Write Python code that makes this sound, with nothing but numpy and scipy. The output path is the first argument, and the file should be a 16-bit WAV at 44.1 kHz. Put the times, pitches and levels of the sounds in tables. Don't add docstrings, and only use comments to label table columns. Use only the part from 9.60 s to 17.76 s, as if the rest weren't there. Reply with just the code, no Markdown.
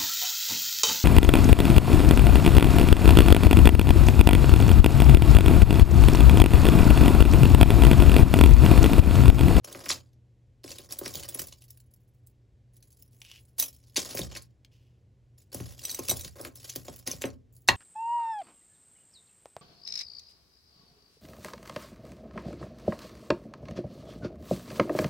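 import sys
import numpy as np
from scipy import signal
from scipy.fft import rfft, irfft
from scipy.io import wavfile

SR = 44100
rng = np.random.default_rng(int(sys.argv[2]) if len(sys.argv) > 2 else 0)


def unload_audio(sound):
    columns = np.transpose(np.atleast_2d(sound))
    steps = np.round(np.clip(columns, -1, 1) * 32767)
    wavfile.write(sys.argv[1], SR, steps.astype(np.int16))


N = 359900

# (frequency [Hz], relative density [dB per Hz])
AIR_SPECTRUM = [(20, -33), (45, -8), (75, -4), (110, -3.5), (150, -14), (220, -19), (300, -21),
                (480, -25.5), (900, -39), (3000, -44.5), (10000, -52), (16000, -63.5)]
AIR_RMS_DB, HUM_HZ, HUM_RMS_DB = -62, 120.7, -62.5
HAND_MOVES = [(0.043, 0.32, -53.5, -4.5, -4, 2.5), (1.042, 0.28, -51.5, -14.5, -2.5, -3.5),
              (1.29, 0.54, -52.5, -2, -1.5, -2.5), (1.852, .26, -70, 1, 4.5, -12.5),
              (2.224, 0.44, -89.5, -12, 15, -4.5), (3.13, .76, -79.5, 0, 10.5, -7.5),
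              (3.985, 0.051, -42, -3.5, 7.5, -12.5), (4.147, 0.23, -80, 13, 0, -10.5),
              (4.358, 0.28, -46.5, -2.5, -5, -4), (4.672, 0.067, -59.5, 8.5, -14, -3),
              (5.775, 0.027, -67.5, 0, 2.5, -20), (5.923, 0.27, -50.5, -12, -1, -4.5),
              (6.21, 0.46, -51, -3, 1, -7), (6.75, 0.12, -60, 1, 0, 7), (6.945, 0.13, -63, 12.5, -0.5, -9),
              (7.167, 0.21, -62, 3, 0.5, -3), (7.464, 0.073, -45.5, -8, -1, -4),
              (7.614, 0.041, -56.5, -6, 1, 6.5), (7.924, 0.059, -85, -1.5, 23.5, -8.5)]
ONSET_DB_PER_S, SETTLE_DB_PER_S = 2500.5, 260
ALL_MOVING_DB, THINNING_EXPONENT = -50, 0.28
SHAKE_DB, SHAKE_DB_PER_S = -13, 301
RATTLE_DB, RATTLE_DB_PER_S = -13, 347.5
# (frequency [Hz], level [dB])
LINK_COLOUR = [(300, -9), (700, -13), (1500, -9.5), (2100, -3.5), (2800, -4), (4400, 3), (6200, 1.5),
               (8000, -5), (9000, -1), (11000, 3.5), (13000, -7), (15000, 3), (17000, -5)]
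# (time [s], body over 10 ms before trim [dB], treble re body [dB])
LINK_CONTACTS = [(0.046, -44.5, 1.5), (0.126, -46.5, 5), (0.24, -51, -11), (0.257, -45, 1.5),
                 (0.29, -29, -9), (0.296, -29, -18), (0.304, -25.5, -27), (0.314, -26.5, -28),
                 (0.532, -72, -13), (1.04, -47.5, -6), (1.078, -46.5, -11), (1.105, -43, -10),
                 (1.116, -41, -10), (1.184, -44, -4), (1.323, -40, 6), (1.388, -47.5, 15.5),
                 (1.458, -36.5, -6), (1.478, -40.5, 1), (1.539, -42.5, 2), (1.554, -37.5, 3),
                 (1.596, -45, -0.5), (1.633, -42.5, -4), (1.688, -43.5, 8.5), (1.746, -48.5, 17.5),
                 (1.793, -39, 10), (1.817, -48.5, 14), (1.87, -60, 16), (1.884, -55, 3), (1.925, -46, -16),
                 (2.02, -57, -1), (2.105, -62, 17), (2.173, -67.5, 12), (2.202, -66.5, 9.5),
                 (2.338, -72.5, 17), (2.67, -73, 19.5), (3.167, -72, 12.5), (3.226, -60, 0.5),
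                 (3.327, -67, 4), (3.423, -64, 14), (3.53, -71.5, 0), (3.998, -34.5, 10), (4.013, -45, 5),
                 (4.163, -70, 11.5), (4.238, -64.5, -11), (4.363, -24.5, -18), (4.368, -24.5, -17),
                 (4.373, -26, -22), (4.401, -36, -9.5), (4.417, -39, -12.5), (4.448, -42.5, -6),
                 (4.55, -52.5, 19), (4.572, -39.5, 2), (4.58, -38, -1), (4.591, -40, 6), (4.615, -36, -12),
                 (4.751, -42, -17), (4.765, -44, -6), (4.77, -39, -13), (4.822, -67, 16.5),
                 (5.945, -44.5, 9), (6.192, -47, -2), (6.294, -35, -16), (6.391, -39.5, 4), (6.484, -34, 2),
                 (6.569, -48, 11), (6.594, -48.5, 8), (6.647, -40.5, -10), (6.678, -45, -18),
                 (6.812, -50, 9.5), (6.848, -44.5, 0), (6.956, -57.5, 13.5), (7.096, -37, -8),
                 (7.159, -38.5, 5), (7.282, -44.5, -21), (7.361, -59, 13), (7.39, -60, 10),
                 (7.474, -31.5, -6), (7.514, -32, -6), (7.619, -35, -4), (7.702, -54, -16),
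                 (8.08, -29, -10)]
# (time [s], body over 10 ms [dB], hard edge re body [dB], low thump re body [dB])
TABLE_BLOWS = [(0.148, -43, 0, -6.5), (0.261, -42.5, 2.5, -12), (0.301, -41, 10.5, -3.5),
               (1.042, -42, -9, -7.5), (1.11, -48.5, -16, -8), (1.192, -49.5, -6, -3),
               (1.412, -36, -20, -9), (1.461, -38, 0, -5), (1.547, -43.5, -6, 2), (1.75, -44.5, -6, -13.5),
               (1.793, -46, 3, 0.5), (4.374, -33, -7, -9), (4.546, -36.5, -13.5, -2.5),
               (4.572, -45.5, 3.5, -15.5), (4.59, -32, -6.5, 1.5), (4.762, -50, 7.5, -9),
               (5.944, -38, -20, 0.5), (6.001, -39, -7, 6.5), (6.388, -33.5, -12.5, -8.5),
               (6.488, -37, -16, 1.5), (6.513, -33, -20.5, -2.5), (6.649, -51, -2, 7),
               (6.801, -40.5, -14, -9), (6.85, -42.5, 1.5, -8), (7.158, -39, -6, -3),
               (7.281, -38, -13, -4.5), (7.476, -36, -5, -7), (7.533, -47, -15, 5.5),
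               (7.639, -25.5, -6, -9.5), (8.087, -27, -9, -2)]
# (frequency [Hz], level before per-blow spread [dB], t60 [s])
TABLE_MODES = [(63.4, -10, 0.25), (89, -6, 0.11), (126, -6, .15), (178.7, -6.5, 0.17), (241, -5, 0.17),
               (274.6, -2.5, 0.082), (315, -5.5, 0.063), (380, -3.5, 0.017), (424, -5.5, 0.053),
               (503, 0.5, 0.016), (697, -1.5, 0.027), (825, -7.5, 0.028), (1070, -7, 0.074),
               (1197, -4, .04), (1604.5, -6.5, 0.013), (1950, -9, 0.025), (2470, -9.5, 0.046)]
# (frequency [Hz], level [dB])
KNOCK_COLOUR = [(20, -47), (100, -16.5), (300, -2), (550, 2), (850, -12), (1250, -4.5), (1800, -7),
                (2600, -9), (4500, -25.5), (16000, -61.5)]
# (start [s], length [s], level [dB], change over the slide [dB])
SLIDE_STROKES = [(3.648, 0.14, -55.5, -2.5), (5.119, 0.29, -69, -21)]
# (time [s], level over 10 ms [dB])
SLIDE_TAPS = [(3.617, -47), (3.715, -48), (5.048, -57.5)]
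# (frequency [Hz], level [dB])
SLIDE_COLOUR = [(200, -25), (1100, -19.5), (1900, -13), (2900, 1), (3900, -10), (5000, -6), (7500, -15.5),
                (11000, -14.5), (16000, -18.5)]
# (time [s], modes below SPLIT_HZ over 10 ms [dB], modes above re those [dB])
PIECE_BLOWS = [(3.9937, -36.5, 1), (3.998, -31.5, 9.5), (4.0246, -29, 0.5), (6.237, -43, -6),
               (6.2516, -33, -1.5), (6.3014, -37.5, -1), (6.3127, -40.5, 4), (6.3461, -36, 0.5),
               (6.4949, -26.5, -3.5), (6.4997, -29, 4), (6.511, -27, -4), (6.6093, -43, -2),
               (7.6538, -44, -4.5)]
# (frequency [Hz], level before per-blow spread [dB], t60 [s])
PIECE_MODES = [(2595, -19, 0.064), (3910, -0.5, 0.057), (5970, 9, 0.044), (8000, -10, .055),
               (8165, 4.5, .075), (10980, -12.5, 0.023), (11830, -7, 0.072), (13700, -5.5, 0.054),
               (14000, 2, 0.053)]
# (frequency [Hz], level [dB], t60 [s])
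CLACK_MODES = [(770, -10.5, 0.13), (1004, 3, 0.047), (1086, -4, 0.12), (1210, -10.5, 0.061),
               (1750, 9, 0.022), (1910, 9.5, 0.036), (1990, 2, .04), (2730, 5.5, 0.048), (2860, -2, 0.055),
               (3460, -9, 0.023), (4130, -3, 0.041), (4480, -5, 0.0233)]
# (frequency [Hz], level [dB])
CLACK_COLOUR = [(100, -19.5), (700, -2.5), (1500, -7), (3000, -1), (4300, 1.5), (5600, -11.5), (7500, -13),
                (10000, -14.5), (16000, -28)]
CLACK_S, CLACK_DB = 8.087, -14
# (frequency [Hz], t60 [s])
ROOM_DECAY = [(100, 0.79), (300, 0.21), (1400, 0.18), (4000, 0.13), (9000, 0.039), (16000, .13)]
# (frequency [Hz], lead of left [rad])
PORT_PHASE = [(0, 0), (650, 0), (1000, .8), (1290, 2), (1720, .6), (2150, .15), (7490, -.1), (8300, -1.3),
              (9050, -3.14), (10900, -5), (11600, -7.3), (13300, -9.42), (14900, -11.3), (16400, -12.7)]
SPLIT_HZ = 8500
BAND_LIMIT_HZ = 16000


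def gain_of(db):
    return 10 ** (np.asarray(db) / 20)


def evened(x):
    return x / np.sqrt(np.mean(x ** 2) + 1e-20)


def sized(x):
    return x * np.sqrt(SR / 100 / (np.sum(x ** 2) + 1e-20))


def read(points, hz):
    point_hz, value = np.transpose(points)
    return np.interp(np.log(hz + 1), np.log(point_hz + 1), value)


def add(mix, at_s, sound):
    part = mix[max(round(at_s * SR), 0):][:len(sound)]
    part += sound[:len(part)]


def band(x, edges_hz, kind, order=4):
    return signal.sosfilt(signal.butter(order, edges_hz, kind, fs=SR, output="sos"), x)


def noise(points, size):
    spectrum = rfft(rng.standard_normal(size))
    return evened(irfft(spectrum * gain_of(read(points, np.fft.rfftfreq(size, 1 / SR))), size))


def ring(hz, db, t60_s, t, late_s=0):
    age_s = np.maximum(t[:, None] - late_s, 0)
    modes = gain_of(db - 60 * age_s / t60_s) * np.sin(2 * np.pi * hz * age_s)
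    return modes @ rng.choice([-1, 1], len(hz))


def background(side_db=-17, waver=.25):
    t = np.arange(N) / SR
    sway = evened(band(rng.standard_normal(N), 3, "low", order=2))
    hum = np.sqrt(2) * np.sin(2 * np.pi * HUM_HZ * t) * (1 + waver * sway)
    side = gain_of(side_db) * noise(AIR_SPECTRUM, N)
    air = noise(AIR_SPECTRUM, N) + np.array([side, -side])
    return gain_of(AIR_RMS_DB) * air + gain_of(HUM_RMS_DB) * hum


def stroke(t, start_s, length_s, db, change_db, settle_db_per_s=SETTLE_DB_PER_S):
    held_db = db + change_db * np.clip((t - start_s) / length_s, 0, 1)
    early_s = np.maximum(start_s - t, 0)
    late_s = np.maximum(t - start_s - length_s, 0)
    return gain_of(held_db - ONSET_DB_PER_S * early_s - settle_db_per_s * late_s) ** 2


def aftermath(t, start_s, db, db_per_s):
    return (t > start_s) * gain_of(db - db_per_s * np.maximum(t - start_s, 0)) ** 2


def stirring(t, inherit=.7, fine_db=-1):
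    body, treble, drag = np.zeros((3, len(t)))
    for start_s, length_s, db, change_db, treble_db, drag_db in HAND_MOVES:
        power = stroke(t, start_s, length_s, db, change_db)
        body += power
        treble += power * gain_of(treble_db) ** 2
        drag += power * gain_of(drag_db) ** 2
    for at_s, db, treble_db in LINK_CONTACTS:
        power = aftermath(t, at_s, db + SHAKE_DB, SHAKE_DB_PER_S)
        body += power
        treble += power * gain_of(fine_db + inherit * treble_db) ** 2
    for at_s, db, _, _ in TABLE_BLOWS:
        drag += aftermath(t, at_s, db + RATTLE_DB, RATTLE_DB_PER_S)
    return np.sqrt([body, treble, drag])


def contact(crack_s=.0015, chatter_s=0.0053, chatter_db=-13, ring_db=-4, mean_t60_s=0.045, rise_s=0.0017,
            mode_count=14, size=2048):
    t, f = np.arange(size) / SR, np.fft.rfftfreq(size, 1 / SR)
    own_hz = np.linspace(0, 17000, 20)
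    own_db = 5.5 * rng.standard_normal(len(own_hz))

    def colour_db(hz):
        return read(LINK_COLOUR, hz) + np.interp(hz, own_hz, own_db)

    rasp = evened(irfft(rfft(rng.standard_normal(size)) * gain_of(colour_db(f))))
    crack = rasp * (np.exp(-t / crack_s) + gain_of(chatter_db) * np.exp(-t / chatter_s))
    mode_hz = rng.uniform(2300, 16000, mode_count)
    t60_s = mean_t60_s * (.5 + rng.random(mode_count))
    modes = ring(mode_hz, colour_db(mode_hz), t60_s, t)
    x = (sized(crack) + gain_of(ring_db) * sized(modes)) * (1 - np.exp(-t / rise_s))
    return sized(band(x, SPLIT_HZ, "low")), sized(band(x, SPLIT_HZ, "high"))


def tabletop(spread=0.1322, wave_db=1, dense_db=-7, dense_s=0.021, size=12000):
    t, f = np.arange(size) / SR, np.fft.rfftfreq(size, 1 / SR)
    hz, db, t60_s = np.transpose(TABLE_MODES)
    delay_s = spread * np.maximum(np.maximum(f, hz.min()) ** -.5 - hz.max() ** -.5, 0)
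    phase = -2 * np.pi * np.cumsum(delay_s + 1e-3) * f[1]
    wave = irfft(gain_of(read(KNOCK_COLOUR, f)) * np.exp(1j * phase), size)
    spot_db = 2 * rng.standard_normal(len(hz))
    modes = ring(hz, db + spot_db, t60_s, t, np.interp(hz, f, delay_s))
    dense = noise(KNOCK_COLOUR, size) * np.exp(-t / dense_s)
    blow = sized(modes) + gain_of(wave_db) * sized(wave) + gain_of(dense_db) * sized(dense)
    return blow * (1 - t / t[-1])


def jingle(full_rate_per_s=400, link_count=40, candidates=16000):
    links = []
    for _ in range(link_count):
        tap = sized(band(tabletop(size=3000), [200, 1400], "band", order=2))
        links.append((*contact(), tap))
    when_s, chance, strength, which = rng.random((4, candidates))
    when_s = when_s * N / SR
    size = gain_of(4.2 * np.minimum(-np.log(1 - strength), 3))
    size = size / np.sqrt(np.mean(size ** 2) * full_rate_per_s / 100)
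    levels = stirring(when_s)
    moving = np.clip((levels[0] / gain_of(ALL_MOVING_DB)) ** THINNING_EXPONENT, .1, 1)
    gains = [size * level / np.sqrt(moving) for level in levels]
    out = np.zeros(N)
    happens = chance < moving * full_rate_per_s * N / SR / candidates
    for k in np.flatnonzero(happens):
        for gain, part in zip(gains, links[int(which[k] * link_count)]):
            add(out, when_s[k], gain[k] * part)
    return out


def clicks(trim_db=-2.3, lead_db=-12, later_db=-11):
    out = np.zeros(N)
    for hit_s, db, treble_db in LINK_CONTACTS:
        before_s, after_s = rng.uniform(.0015, .006), rng.uniform(.003, .011)
        for at_s, part_db in ((hit_s - before_s, lead_db), (hit_s, 0), (hit_s + after_s, later_db)):
            body, treble = contact(crack_s=0.0011, chatter_s=0.0032, chatter_db=-15.5, ring_db=-5,
                                   mean_t60_s=0.019)
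            add(out, at_s, gain_of(db + trim_db + part_db) * (body + gain_of(treble_db) * treble))
    return out


def knocks():
    out = np.zeros(N)
    for at_s, db, edge_db, thump_db in TABLE_BLOWS:
        blow = tabletop()
        body = sized(band(blow, [190, 1000], "band", order=2))
        edge = gain_of(edge_db) * sized(band(blow, 860, "high", order=3))
        thump = gain_of(thump_db) * sized(band(blow, [65, 190], "band", order=3))
        add(out, at_s, gain_of(db) * (body + edge + thump))
    return out


def slide(grain_db=3, tap_decay_s=0.0024, tap_size=2048):
    t = np.arange(N) / SR
    grain = evened(band(rng.standard_normal(N), 150, "low", order=2))
    level = np.sqrt(sum(stroke(t, *row, settle_db_per_s=900) for row in SLIDE_STROKES))
    out = level * evened(noise(SLIDE_COLOUR, N) * gain_of(grain_db * grain))
    for at_s, db in SLIDE_TAPS:
        tap = noise(SLIDE_COLOUR, tap_size) * np.exp(-t[:tap_size] / tap_decay_s)
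        add(out, at_s, gain_of(db) * sized(tap))
    return out


def ringing_piece(crack_db=-8, size=6000):
    out, t = np.zeros(N), np.arange(size) / SR
    hz, mode_db, t60_s = np.transpose(PIECE_MODES)
    halves = (hz < SPLIT_HZ, hz >= SPLIT_HZ)
    for at_s, db, treble_db in PIECE_BLOWS:
        struck_db = mode_db + 2 * rng.standard_normal(len(hz))
        for half, crack, half_db in zip(halves, contact(size=size), (db, db + treble_db)):
            tone = sized(ring(hz[half], struck_db[half], t60_s[half], t))
            add(out, at_s, gain_of(half_db) * (tone + gain_of(crack_db) * crack))
    return out


def clack(ring_db=-1, crack_decay_s=0.0035, size=8000):
    out, t = np.zeros(N), np.arange(size) / SR
    crack = sized(noise(CLACK_COLOUR, size) * np.exp(-t / crack_decay_s))
    late_s = rng.uniform(0, .0015, len(CLACK_MODES))
    tone = sized(ring(*np.transpose(CLACK_MODES), t, late_s))
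    add(out, CLACK_S, gain_of(CLACK_DB) * (gain_of(ring_db) * tone + crack))
    return out


def room(x, first_s=0.0025, early_decay_s=.009, early_db=-13, tail_db=-12, size=20000):
    t = np.arange(size) / SR
    hz, age_s, z = signal.stft(rng.standard_normal(size), SR, nperseg=256)
    decay = gain_of(-60 * age_s / read(ROOM_DECAY, hz)[:, None])
    tail = signal.istft(z * decay, SR, nperseg=256)[1][:size] * (t > first_s)
    sparse = rng.standard_normal(size) * (rng.random(size) < .06)
    early = sparse * np.exp(-t / early_decay_s) * (t > first_s / 2)
    echo = gain_of(tail_db) * tail / np.linalg.norm(tail) + gain_of(early_db) * early / np.linalg.norm(early)
    return signal.oaconvolve(x, echo)[:N]


def scene(width_db=-2, wide_hz=1500, bright_width_db=-9):
    direct = jingle() + clicks() + ringing_piece() + knocks() + clack() + slide()
    across = room(direct)
    low_side = gain_of(width_db) * band(across, wide_hz, "low", order=1)
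    high_side = gain_of(bright_width_db) * band(across, wide_hz, "high", order=1)
    side = low_side + high_side
    return direct + room(direct) + np.array([side, -side]) + background()


def record(dry, size=400000, ceiling=1.1):
    phase_rad = np.interp(np.fft.rfftfreq(size, 1 / SR), *np.transpose(PORT_PHASE))
    turn = np.exp(.5j * np.array([phase_rad, -phase_rad]))
    ports = irfft(rfft(dry, size) * turn, size)[:, :N]
    rounded = ceiling * np.tanh(ports / ceiling)
    lowpass = signal.firwin(255, BAND_LIMIT_HZ, window=("kaiser", 9), fs=SR)
    return signal.oaconvolve(rounded, lowpass[None], "same")


dry = scene()
out = record(dry)
unload_audio(out)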